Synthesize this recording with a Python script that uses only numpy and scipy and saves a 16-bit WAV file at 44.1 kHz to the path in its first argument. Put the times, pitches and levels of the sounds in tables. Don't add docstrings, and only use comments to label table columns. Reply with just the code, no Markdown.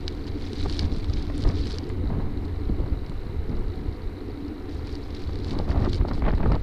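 import sys
import numpy as np
from scipy import signal
from scipy.io import wavfile

SR = 44100
rng = np.random.default_rng(int(sys.argv[2]) if len(sys.argv) > 2 else 0)


def makeup_ratio(level_db):
    decades = np.asarray(level_db, float) / 20
    return 10 ** decades


def persist_wave(psi):
    counts = np.round(np.clip(psi, -1, 1) * 32767).astype(np.int16)
    wavfile.write(sys.argv[1], SR, np.atleast_2d(counts).T)


N = 291972
T = np.arange(N) / SR

# (time [s], buffet level [dB])
WIND = [(0.0, -32.5), (0.3, -34), (0.7, -31), (1.0, -32.5), (1.35, -29.5), (1.6, -31), (1.9, -32),
        (2.2, -23.5), (2.6, -33), (3.1, -31), (3.4, -29.5), (3.85, -35.5), (4.4, -40), (5.2, -35),
        (5.6, -31), (6.0, -27.5), (6.35, -25.5), (6.62, -25)]
# (peak time [s], length [s], buffet lift [dB], eddy lift [dB])
GUSTS = [(0.423, .2, 1, 1), (0.674, 0.15, 7.5, 1), (0.846, 0.16, 10, 8), (0.94, 0.17, 12.5, 3),
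         (1.166, 0.17, 7.5, -2), (1.49, 0.15, 9, 10.5), (1.76, 0.12, 4.5, -2), (2.177, 0.33, 1.5, 7),
         (2.708, 0.085, 13.5, 0), (2.83, 0.15, 9, 6), (2.934, 0.069, 10, 1), (3.524, 0.063, 12.5, 4),
         (3.577, 0.16, 8, 3.5), (3.86, 0.19, 8.5, -1.5), (5.385, 0.51, 4.5, 0.5), (5.584, 0.25, 10.5, 8.5),
         (5.7, 0.093, 9, 9), (5.782, 0.23, 7.5, 12.5), (5.843, 0.089, 8, 16), (6.021, 0.11, 9, 7),
         (6.121, 0.11, 8.5, 10), (6.278, .11, 7.5, 18.5), (6.461, 0.16, 12, 14), (6.524, 0.15, 11, 13)]
# (frequency [Hz], density [dB/Hz])
BUFFET_SPECTRUM = [(8, 16), (25, 20), (45, 14.5), (70, 12), (110, -24.5), (200, -59), (800, -110)]
# (frequency [Hz], density [dB/Hz])
FLUTTER_SPECTRUM = [(40, -14), (80, -10), (150, -3), (250, -10), (500, -22.5), (1000, -54.5), (4000, -110)]
# (time [s], peak [dB], quickness [Hz], push +1 or suck -1)
LUMPS = [(0.812, -22, 59, 1), (0.927, -18.5, 40.3, -1), (1.104, -17, 73.6, 1), (1.178, -18.5, 41.5, 1),
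         (1.468, -11.5, 33.4, -1), (1.606, -17, 53, -1), (2.069, -18.5, 44.8, 1), (2.185, -27, 33.5, 1),
         (2.678, -19, 37.7, -1), (2.806, -16.5, 48.6, -1), (2.845, -19, 71.4, -1), (2.927, -15, 52, 1),
         (3.395, -20, 53, 1), (3.545, -21, 34, -1), (3.674, -20, 32.3, 1), (3.888, -18, 62.3, -1),
         (4.073, -21, 31, -1), (4.755, -26, 69, -1), (4.936, -25, 62.4, 1), (5.625, -20, 47.5, 1),
         (5.707, -15, 57.4, 1), (5.777, -13, 63.4, 1), (6.009, -12, 51, -1), (6.113, -23.5, 58, -1),
         (6.223, -20, 55.6, -1), (6.318, -16.5, 35, 1), (6.351, -18, 52.4, 1), (6.44, -13.5, 90, -1),
         (6.491, -14.5, 61.5, 1), (6.545, -22, 57, -1),
         (2.699, -17.5, 200, 1),
    (2.802, -20.5, 340, 1),
    (3.1, -25, 110, -1),
    (6.468, -18, 170, -1),
    (5.4, -27, 340, -1),
    (3.503, -22, 150, 1),
    (3.529, -23, 150, 1),
         (0.533, -20.5, 240, -1), (0.838, -19.5, 107, 1), (0.865, -23, 185, -1), (0.975, -20, 185, 1),
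          (1.394, -22.5, 242, -1), (1.436, -19, 79, 1), (1.489, -15.5, 102, -1), (1.506, -24, 185, 1),
          (1.525, -28, 185, -1), (1.998, -24, 185, -1), (2.015, -23, 59.5, -1), (2.041, -23.5, 235, -1),
          (2.099, -24, 184, -1), (2.118, -19.5, 185, 1), (3.299, -26.5, 103, 1), (3.494, -21.5, 240, -1),
          (3.511, -27, 185, 1), (3.874, -31, 240, 1), (4.426, -25, 243, 1), (5.518, -25.5, 185, 1),
          (5.569, -22, 240, -1), (5.804, -23, 185, 1), (5.821, -15.5, 104, 1), (5.84, -19, 240, -1),
          (5.878, -15, 242, 1), (6.054, -24, 183, -1), (6.336, -17.5, 184, -1), (6.523, -15, 80, -1)]
CALM_DB = -33
GUST_RISE, GUST_HOLD = 0.6, 0.15
BUFFET_LIFT_DB_PER_DB, FLUTTER_DB, FLUTTER_DB_PER_DB = 0.7, -48.5, 0.99

# (frequency [Hz], density [dB/Hz])
EDDY_BODY_SPECTRUM = [(100, -40), (300, 4), (700, -0.5), (1200, -7), (1800, -26), (3000, -46.5),
                      (8000, -110)]
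# (frequency [Hz], density [dB/Hz])
EDDY_EDGE_SPECTRUM = [(500, -34), (1200, -1), (1900, 3), (2800, -8.5), (4400, -18), (6000, -35),
                      (10000, -100)]
# (time [s], peak [dB])
PUFFS = [(0.653, -31), (0.660, -22.5), (0.824, -33), (0.961, -41), (1.451, -19), (1.473, -25.5),
         (1.501, -44), (1.526, -36), (2.103, -25), (2.129, -25), (2.201, -29), (2.697, -30), (2.79, -39),
         (2.862, -28.5), (3.118, -31), (3.522, -26), (5.061, -34), (5.293, -27), (5.469, -32)]
# (time [s], peak [dB], edge re peak [dB])
EDGED_PUFFS = [
    (1.3, -27, -10),
    (1.9, -34, 1),
    (1.5015, -37, 4),
    (1.8, -35, -10),
    (2.862, -40, -8),
    (0.66, -38, -8),
    (0.66, -43, -12),
    (1.1, -34, -8),
               (5.536, -32, -24.5), (5.553, -26, -32), (5.589, -26, -30), (5.599, -21.5, -16),
                (5.681, -29, -15), (5.694, -19, -15), (5.715, -24.5, -5), (5.746, -24, -16),
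                (5.765, -25, -18), (5.788, -33, -14), (5.806, -33, -12), (5.824, -24, -9), (5.84, -31, -9),
                (5.853, -25, -7), (5.867, -19, -17), (5.729, -32, -11), (5.757, -30, -14),
                (5.775, -30, -14), (5.876, -28, -20), (5.858, -25, -11), (6.013, -24, -11),
                (6.05, -15, -39), (6.086, -25, -9), (6.113, -13.5, -18), (6.178, -24.5, -26),
                (6.222, -20, -10), (6.241, -28, -8), (6.252, -22.5, -3.5), (6.259, -35, -2),
                (6.265, -29, -1), (6.271, -36, -6), (6.283, -21.5, -6), (6.294, -28, -8), (6.307, -27, -4),
                (6.289, -23, -3), (6.328, -19, -18), (6.337, -23, -6.5), (6.38, -24.5, -9),
                (6.403, -21, -16), (6.441, -29, -10), (6.533, -30, -1), (6.56, -17.5, -19),
                (6.431, -25, -4), (6.459, -11, -18), (6.501, -24, -13), (6.519, -15, -12.5),
                (6.547, -19.5, -13)]
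EDDY_DB, EDDY_DB_PER_DB = -52, 0.11
PUFF_EDGE_DB, PUFF_S, SNAP_DB = -17, 0.0082, 8

# (time [s], frame hum [dB])
ROLL = [(0.0, -36.5), (0.42, -34), (0.7, -35.5), (0.83, -32.5), (1.0, -36.5), (1.6, -33), (2.27, -35.5),
        (2.36, -34.5), (2.86, -35), (3.05, -39), (3.4, -39.5), (3.9, -35.5), (4.0, -38), (4.37, -33),
        (4.6, -35.5), (5.3, -37), (5.84, -32), (6.62, -39)]
# (time [s], level re main ring [dB])
FAVOUR = [(0.0, 3), (0.75, -3.5), (2.5, -1), (2.95, -0.5), (3.4, 8.5), (3.9, 4), (4.25, 1.5), (4.4, -6),
          (4.9, 1.5), (5.3, 1.5), (6.62, -1)]
# (time [s], length [s], lift [dB])
JOLTS = [
    (0.417, 0.23, 5),
    (0.83, 0.17, 9),
    (1.095, 0.11, 11.5),
    (1.584, 0.23, 4.5),
    (2.45, 0.13, -4),
    (4.596, 0.24, -9.5),
    (4.795, 0.31, 5.5),
    (5.4, 0.32, 8.5),
]
# (frequency [Hz], width [Hz], level [dB])
FRAME_LOW = [(84, 31.6, 0)]
# (frequency [Hz], width [Hz], level [dB])
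FRAME_RING = [(288.6, 52, 0)]
# (frequency [Hz], width [Hz], level [dB])
FRAME_HIGH = [(217, 25, -6.5), (351.4, 34.7, -2), (429.7, 59, -7), (502.2, 33, -12.5)]
# (frequency [Hz], width [Hz], level [dB])
HOUSING = [(754, 60, 12), (918, 140, 6.5), (1257, 750, 2), (2103, 770, 0.5), (2930, 540, -6.5),
           (4000, 1300, -13.5)]
TREAD_DB, ROLL_REF_DB = -53, -35.5
LOW_HUM_DB, LOW_HUM_ROAD_DB_PER_DB, LOW_HUM_WIND_DB_PER_DB = -35, 0.94, 0.44

# (frequency [Hz], width [Hz], level [dB])
CHAIN_RING = [(4000, 680, 7), (4500, 760, -11.5)]
CHAIN_DB, LINKS_PER_S = -61.5, 53.5

# (middle time [s], length [s], crunch level [dB])
DRIFTS = [(0.15, 0.97, -52.5), (1.1, 1.2, -50.5), (0.28, 0.018, -43), (0.452, 0.13, -46),
          (0.607, 0.14, -42), (0.762, 0.17, -40.5), (0.957, 0.12, -47), (1.187, 0.13, -45.5),
          (1.395, 0.12, -44.5), (1.491, 0.07, -44.5), (1.589, 0.086, -43.5), (1.7, .13, -41.5),
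          (1.85, 0.2, -52), (4.75, 0.13, -50.5), (4.903, 0.12, -48.5), (5.3, 1.2, -52), (5.16, 0.03, -46),
          (5.207, 0.034, -46.5), (5.495, 0.093, -44), (5.603, .05, -50), (5.71, 0.054, -46.5),
          (5.867, 0.18, -49), (5.946, 0.057, -43.5), (6.09, 0.024, -48), (6.163, 0.069, -48),
          (6.363, 0.093, -56.5), (6.53, .07, -54)]
# (frequency [Hz], density [dB/Hz])
GRIT_SPECTRUM = [(600, -17), (1500, -6.5), (2300, -3.5), (2900, -7.5), (3500, -2), (4500, -4),
                 (5500, -11.5), (6700, -19.5), (9000, -40), (13000, -85)]
# (frequency [Hz], density [dB/Hz])
SHARP_GRIT_SPECTRUM = [(2500, -26), (4500, 2.5), (6700, -4), (9300, -9), (10500, -15), (13000, -55)]
# (frequency [Hz], width [Hz], level [dB])
GRAIN_RINGS = [(3230, 700, -4.5), (3950, 470, 1), (4500, 600, 1.5), (5150, 1050, -4.5)]
CLEAN_ROAD_DB, DRIFT_EDGE_DB, DRIFT_SQUARENESS = -56.5, -4, 2.4

# (time [s], peak [dB], ring [Hz], edge level [dB])
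PEBBLES = [(0.0793, -19.5, 4280, -74), (0.125, -43, 3950, -50), (0.412, -42, 3900, -52),
           (0.5318, -33, 4320, -41), (0.598, -33, 4200, -51), (0.6970, -27.5, 4140, -60),
           (0.7255, -29, 4660, -48), (0.7925, -18, 4480, -48), (1.0434, -33.5, 3800, -49),
           (1.1362, -30, 4900, -55), (1.379, -38, 3950, -34), (1.4378, -30, 4200, -53),
           (1.4893, -32, 4900, -57), (1.708, -32.5, 4320, -62), (1.7845, -26.5, 4800, -40),
           (1.8922, -47, 4220, -44), (2.4525, -45, 4130, -49), (3.096, -42, 4150, -46),
           (3.5929, -53, 4030, -50), (3.7575, -46, 4060, -48), (4.8712, -40, 4500, -46),
           (4.9535, -34, 4500, -47), (5.149, -39, 4560, -45), (5.4454, -33, 4200, -63),
           (5.5885, -30.5, 4400, -50), (5.7043, -35, 4500, -47), (5.9313, -25, 4150, -47),
           (6.0844, -39, 4500, -60), (6.5189, -38, 4700, -48), (6.5528, -35, 4150, -69)]
# (frequency [Hz], level [dB], T60 [s])
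PEBBLE_BODY = [(1630, -14, 0.012), (2255, -22.5, 0.048), (2920, -15.5, 0.017)]
# (time [s], peak [dB])
CHIPS = [(0.268, -40), (0.5566, -40), (0.829, -36), (0.9632, -37), (1.098, -36), (1.197, -42),
         (1.225, -36.5), (1.476, -39), (1.585, -36), (1.6556, -36), (1.841, -41), (3.0636, -42),
         (4.4815, -45), (5.1058, -41), (5.2382, -39), (5.356, -37), (5.484, -39), (5.5083, -31),
         (5.6898, -41), (5.8474, -37), (5.896, -36), (5.956, -35), (6.1346, -37.5), (6.317, -43),
         (0.5832, -42), (0.684, -37), (0.7075, -36), (0.7439, -38), (0.7683, -39), (0.814, -40),
         (0.918, -42), (0.947, -45), (0.998, -40), (1.2684, -46), (1.422, -35), (1.428, -37), (1.5662, -41),
         (1.5942, -37), (1.6115, -39), (1.6702, -30), (1.678, -40), (1.718, -31), (1.728, -34),
         (1.744, -37), (5.2012, -43.5), (5.274, -41), (5.3327, -41), (5.3883, -40), (5.719, -42),
         (5.802, -44), (5.8225, -44), (5.8594, -42), (5.945, -30), (0.842, -36), (3.494, -51), (3.568, -47),
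         (3.682, -48), (6.09, -38), (6.194, -44), (6.3507, -43), (6.3815, -44), (6.4767, -49), (6.524, -40)]
CHIP_HZ, CHIP_EDGE_DB = 4100, -13.5

# (frequency [Hz], density [dB/Hz])
HISS_SPECTRUM = [(20, 1), (6000, 0), (9000, 1.5), (14500, 0.5), (15500, 0), (16200, -50)]
HISS_DB = -70


def evened(x):
    return x / np.sqrt(np.mean(x ** 2) + 1e-20)


def coloured(x, points):
    f_hz, level_db = np.transpose(points)
    hz = np.abs(np.fft.fftfreq(16384, 1 / SR))
    log_gain = np.log(makeup_ratio(np.interp(np.log(hz + 1), np.log(f_hz + 1), level_db)))
    taps = np.fft.ifft(np.exp(np.conj(signal.hilbert(log_gain)))).real[:8192]
    return signal.oaconvolve(x, taps / np.linalg.norm(taps))[:N]


def resonate(x, modes):
    out = np.zeros(N)
    for k, (hz, width_hz, db) in enumerate(modes):
        pole = np.exp(-np.pi * width_hz / SR) * np.exp(2j * np.pi * hz / SR)
        once = signal.lfilter([1 - abs(pole)], [1, -pole], x)
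        twice = signal.lfilter([1 - abs(pole)], [1, -pole], once).real
        out += (-1) ** k * makeup_ratio(db) * twice
    return evened(out)


def flicker(low_hz, high_hz, depth_db):
    sos = signal.butter(1, [low_hz, high_hz], "bandpass", fs=SR, output="sos")
    waver = evened(signal.sosfilt(sos, rng.standard_normal(N)))
    return evened(makeup_ratio(depth_db * np.clip(waver, -3, 2)))


def add(mix, s, sound):
    part = mix[max(round(s * SR), 0):][:len(sound)]
    part += sound[:len(part)]


def curve(table):
    return np.interp(T, *np.transpose(table))


def hump(s, length_s, rise, hold):
    rise, hold = np.clip([rise, hold], 0.02, 0.95)
    corners = np.array([-rise, -rise * hold, (1 - rise) * hold, 1 - rise])
    return np.interp(T, s + length_s * corners, [0, 1, 1, 0])


def gusts(column):
    return np.max([row[column] * hump(row[0], row[1], GUST_RISE, GUST_HOLD) for row in GUSTS], axis=0)


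def buffet():
    noise = rng.standard_normal((2, N))
    lumps, busy = np.zeros((2, N))
    for s, db, hz, push in LUMPS:
        u = np.arange(-1.2, 1.2, hz / SR)
        start_s = s + u[0] / hz
        swing = np.cos(2 * np.pi * u) * np.exp(-5.5 * u ** 2)
        add(lumps, start_s, np.sign(push) * makeup_ratio(db + 1.5) * swing)
        add(busy, start_s, np.exp(-2.5 * u ** 2))
    wind_db, gust_db = curve(WIND), gusts(column=2)
    rumble = makeup_ratio(wind_db + BUFFET_LIFT_DB_PER_DB * gust_db) * coloured(noise[0], BUFFET_SPECTRUM)
    rumble = rumble * np.clip(1 - 1.14 * busy, 0, 1)
    flutter_db = 5.0 + FLUTTER_DB + FLUTTER_DB_PER_DB * (wind_db - CALM_DB) + gust_db
    flutter = coloured(noise[1] * flicker(23, 75, depth_db=2.0), FLUTTER_SPECTRUM)
    return lumps + rumble + makeup_ratio(flutter_db) * flutter


def eddies(per_s=1700, spread_db=3.5, smooth=0.67):
    sign = np.where(rng.random(N) < 0.3, 1, -1)
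    size = makeup_ratio(spread_db * np.minimum(rng.exponential(1, N), 2.5)) * sign
    spikes = evened(size * (rng.random(N) < per_s / SR))
    drive = evened(spikes + smooth * rng.standard_normal(N))
    steady_db = EDDY_DB + EDDY_DB_PER_DB * (curve(WIND) - CALM_DB) + gusts(column=3)
    steady = makeup_ratio(steady_db) * flicker(25, 125, depth_db=2.5)
    body, edge = makeup_ratio(2.0) * steady, makeup_ratio(-12.5) * steady
    t = np.arange(2600) / SR
    shape = np.minimum(t / 0.0033, 1) * np.exp(-(t / PUFF_S) ** 3)
    snaps = np.zeros((2, N))
    plain = [(s, db, PUFF_EDGE_DB) for s, db in PUFFS]
    for s, db, edge_db in plain + EDGED_PUFFS:
        add(body, s - 0.0045, makeup_ratio(db - 11.0) * shape)
        add(edge, s - 0.004, makeup_ratio(db + edge_db - 11.0) * shape)
        snaps[:, round(s * SR)] -= makeup_ratio([db + SNAP_DB, db + edge_db + SNAP_DB])
    low = coloured(drive * body + snaps[0], EDDY_BODY_SPECTRUM)
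    return low + coloured(drive * edge + snaps[1], EDDY_EDGE_SPECTRUM)


def tyres():
    noise = rng.standard_normal((3, N))
    roll_db, favour_db = curve(ROLL), curve(FAVOUR)
    low_db = LOW_HUM_DB + sum(db * hump(s, length_s, 0.59, 0.072) for s, length_s, db in JOLTS)
    low_db = low_db + LOW_HUM_ROAD_DB_PER_DB * (roll_db - ROLL_REF_DB)
    low_db = low_db + LOW_HUM_WIND_DB_PER_DB * (curve(WIND) - CALM_DB)
    low = makeup_ratio(low_db) * resonate(noise[0] * flicker(4.5, 28, depth_db=3.0), FRAME_LOW)
    shake = noise[1] * flicker(4.3, 72, depth_db=2.5)
    ring = makeup_ratio(-4.5 - 0.43 * favour_db) * resonate(shake, FRAME_RING)
    upper = makeup_ratio(-7.0 + 0.44 * favour_db) * resonate(shake, FRAME_HIGH)
    tread = makeup_ratio(TREAD_DB) * resonate(noise[2] * flicker(4.4, 96, depth_db=-1.5), HOUSING)
    return low + makeup_ratio(roll_db) * (ring - upper) + tread


def chain():
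    turns = T * LINKS_PER_S + 0.051
    link_size = makeup_ratio(5.3 * np.clip(rng.standard_normal(int(turns[-1]) + 1), -3, 1.4))
    scrape = 0.27 + link_size[turns.astype(int)] * np.exp(-(turns % 1) / 0.17)
    return makeup_ratio(CHAIN_DB) * resonate(scrape * rng.standard_normal(N), CHAIN_RING)


def cracks(per_s, spread_db, clump_db, tail_db, tail_s):
    size = makeup_ratio(spread_db * np.minimum(rng.exponential(1, N), 3.2)) * rng.choice([-1, 1], N)
    train = size * (rng.random(N) < per_s / SR) * flicker(23, 90, depth_db=clump_db)
    fading = signal.lfilter([1], [1, -np.exp(-1 / (tail_s * SR))], train ** 2)
    return evened(train + makeup_ratio(tail_db) * np.sqrt(fading) * rng.standard_normal(N))


def sand():
    depth_db = np.max([db + DRIFT_EDGE_DB * np.abs(2 * (T - s) / length_s) ** DRIFT_SQUARENESS
                       for s, length_s, db in DRIFTS], axis=0)
    power = makeup_ratio(np.maximum(depth_db, CLEAN_ROAD_DB)) ** 2
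    level = np.sqrt(np.maximum(power - makeup_ratio(-59.5) ** 2, makeup_ratio(-70) ** 2))
    crunch = cracks(per_s=5000, spread_db=5.5, clump_db=4.7, tail_db=-21.0, tail_s=0.0018)
    crunch = coloured(crunch, GRIT_SPECTRUM)
    ticks = cracks(per_s=600, spread_db=1.0, clump_db=4.0, tail_db=-31.0, tail_s=0.0021)
    ticks = coloured(ticks, SHARP_GRIT_SPECTRUM)
    grains = np.zeros(N)
    for hz, width_hz, db in GRAIN_RINGS:
        hits = cracks(per_s=800, spread_db=6.0, clump_db=7.0, tail_db=-21.5, tail_s=0.0033)
        grains += makeup_ratio(db) * resonate(hits, [(hz, width_hz, 0)])
    dense = level * (makeup_ratio(-5.5) * crunch + makeup_ratio(-7.0) * evened(grains))
    return dense + makeup_ratio(-16.5) * level * (level / makeup_ratio(-48.5)) ** 0.1 * ticks


def chips():
    return [(s, db, CHIP_HZ * (0.99 + 0.14 * tone), db + CHIP_EDGE_DB + 10 * (edge - 0.5))
            for (s, db), (tone, edge) in zip(CHIPS, rng.random((len(CHIPS), 2)))]


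def pebbles():
    out, t = np.zeros(N), np.arange(1300) / SR
    edge_band = signal.butter(6, [5200, 9800], "bandpass", fs=SR, output="sos")
    rattle_band = signal.butter(2, [2800, 5600], "bandpass", fs=SR, output="sos")
    snap = np.exp(-((t - 0.0007) / 0.00035) ** 2)
    body = sum(makeup_ratio(db - 60 * t / t60_s) * np.sin(2 * np.pi * hz * t) for hz, db, t60_s in PEBBLE_BODY)
    body = np.minimum(t / 0.00081, 1) * body
    click = 4.3 * (t == t[12])
    edge_shape = np.minimum(t / 0.0002, 1) * makeup_ratio(-60 * t / 0.0027)
    hits = PEBBLES + chips()
    for (s, db, ring_hz, edge_db), noise in zip(hits, rng.standard_normal((len(hits), len(t)))):
        ring = snap * np.sin(2 * np.pi * ring_hz * t)
        rattle = signal.sosfilt(rattle_band, noise * np.minimum(t / 0.0013, 1))
        rattle = makeup_ratio(-6.0 - 60 * t / 0.017) * rattle
        edge = signal.sosfilt(edge_band, (noise + click) * edge_shape)
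        add(out, s, makeup_ratio(db + 4.5) * (ring + rattle + body) + makeup_ratio(edge_db + 6.0) * edge)
    return out


def scene():
    return (buffet() + eddies() + tyres() + chain() + sand() + pebbles())[None]


def roll_off(x):
    return signal.sosfilt(signal.butter(12, 15690, fs=SR, output="sos"), x)


def record(dry):
    hiss = makeup_ratio(HISS_DB) * coloured(rng.standard_normal(N), HISS_SPECTRUM)
    low_pass = signal.butter(14, 15400, fs=SR, output="sos")
    limited = signal.sosfilt(low_pass, dry + hiss)
    return roll_off(limited + 0.00088)


dry = scene()
out = record(dry)
persist_wave(out)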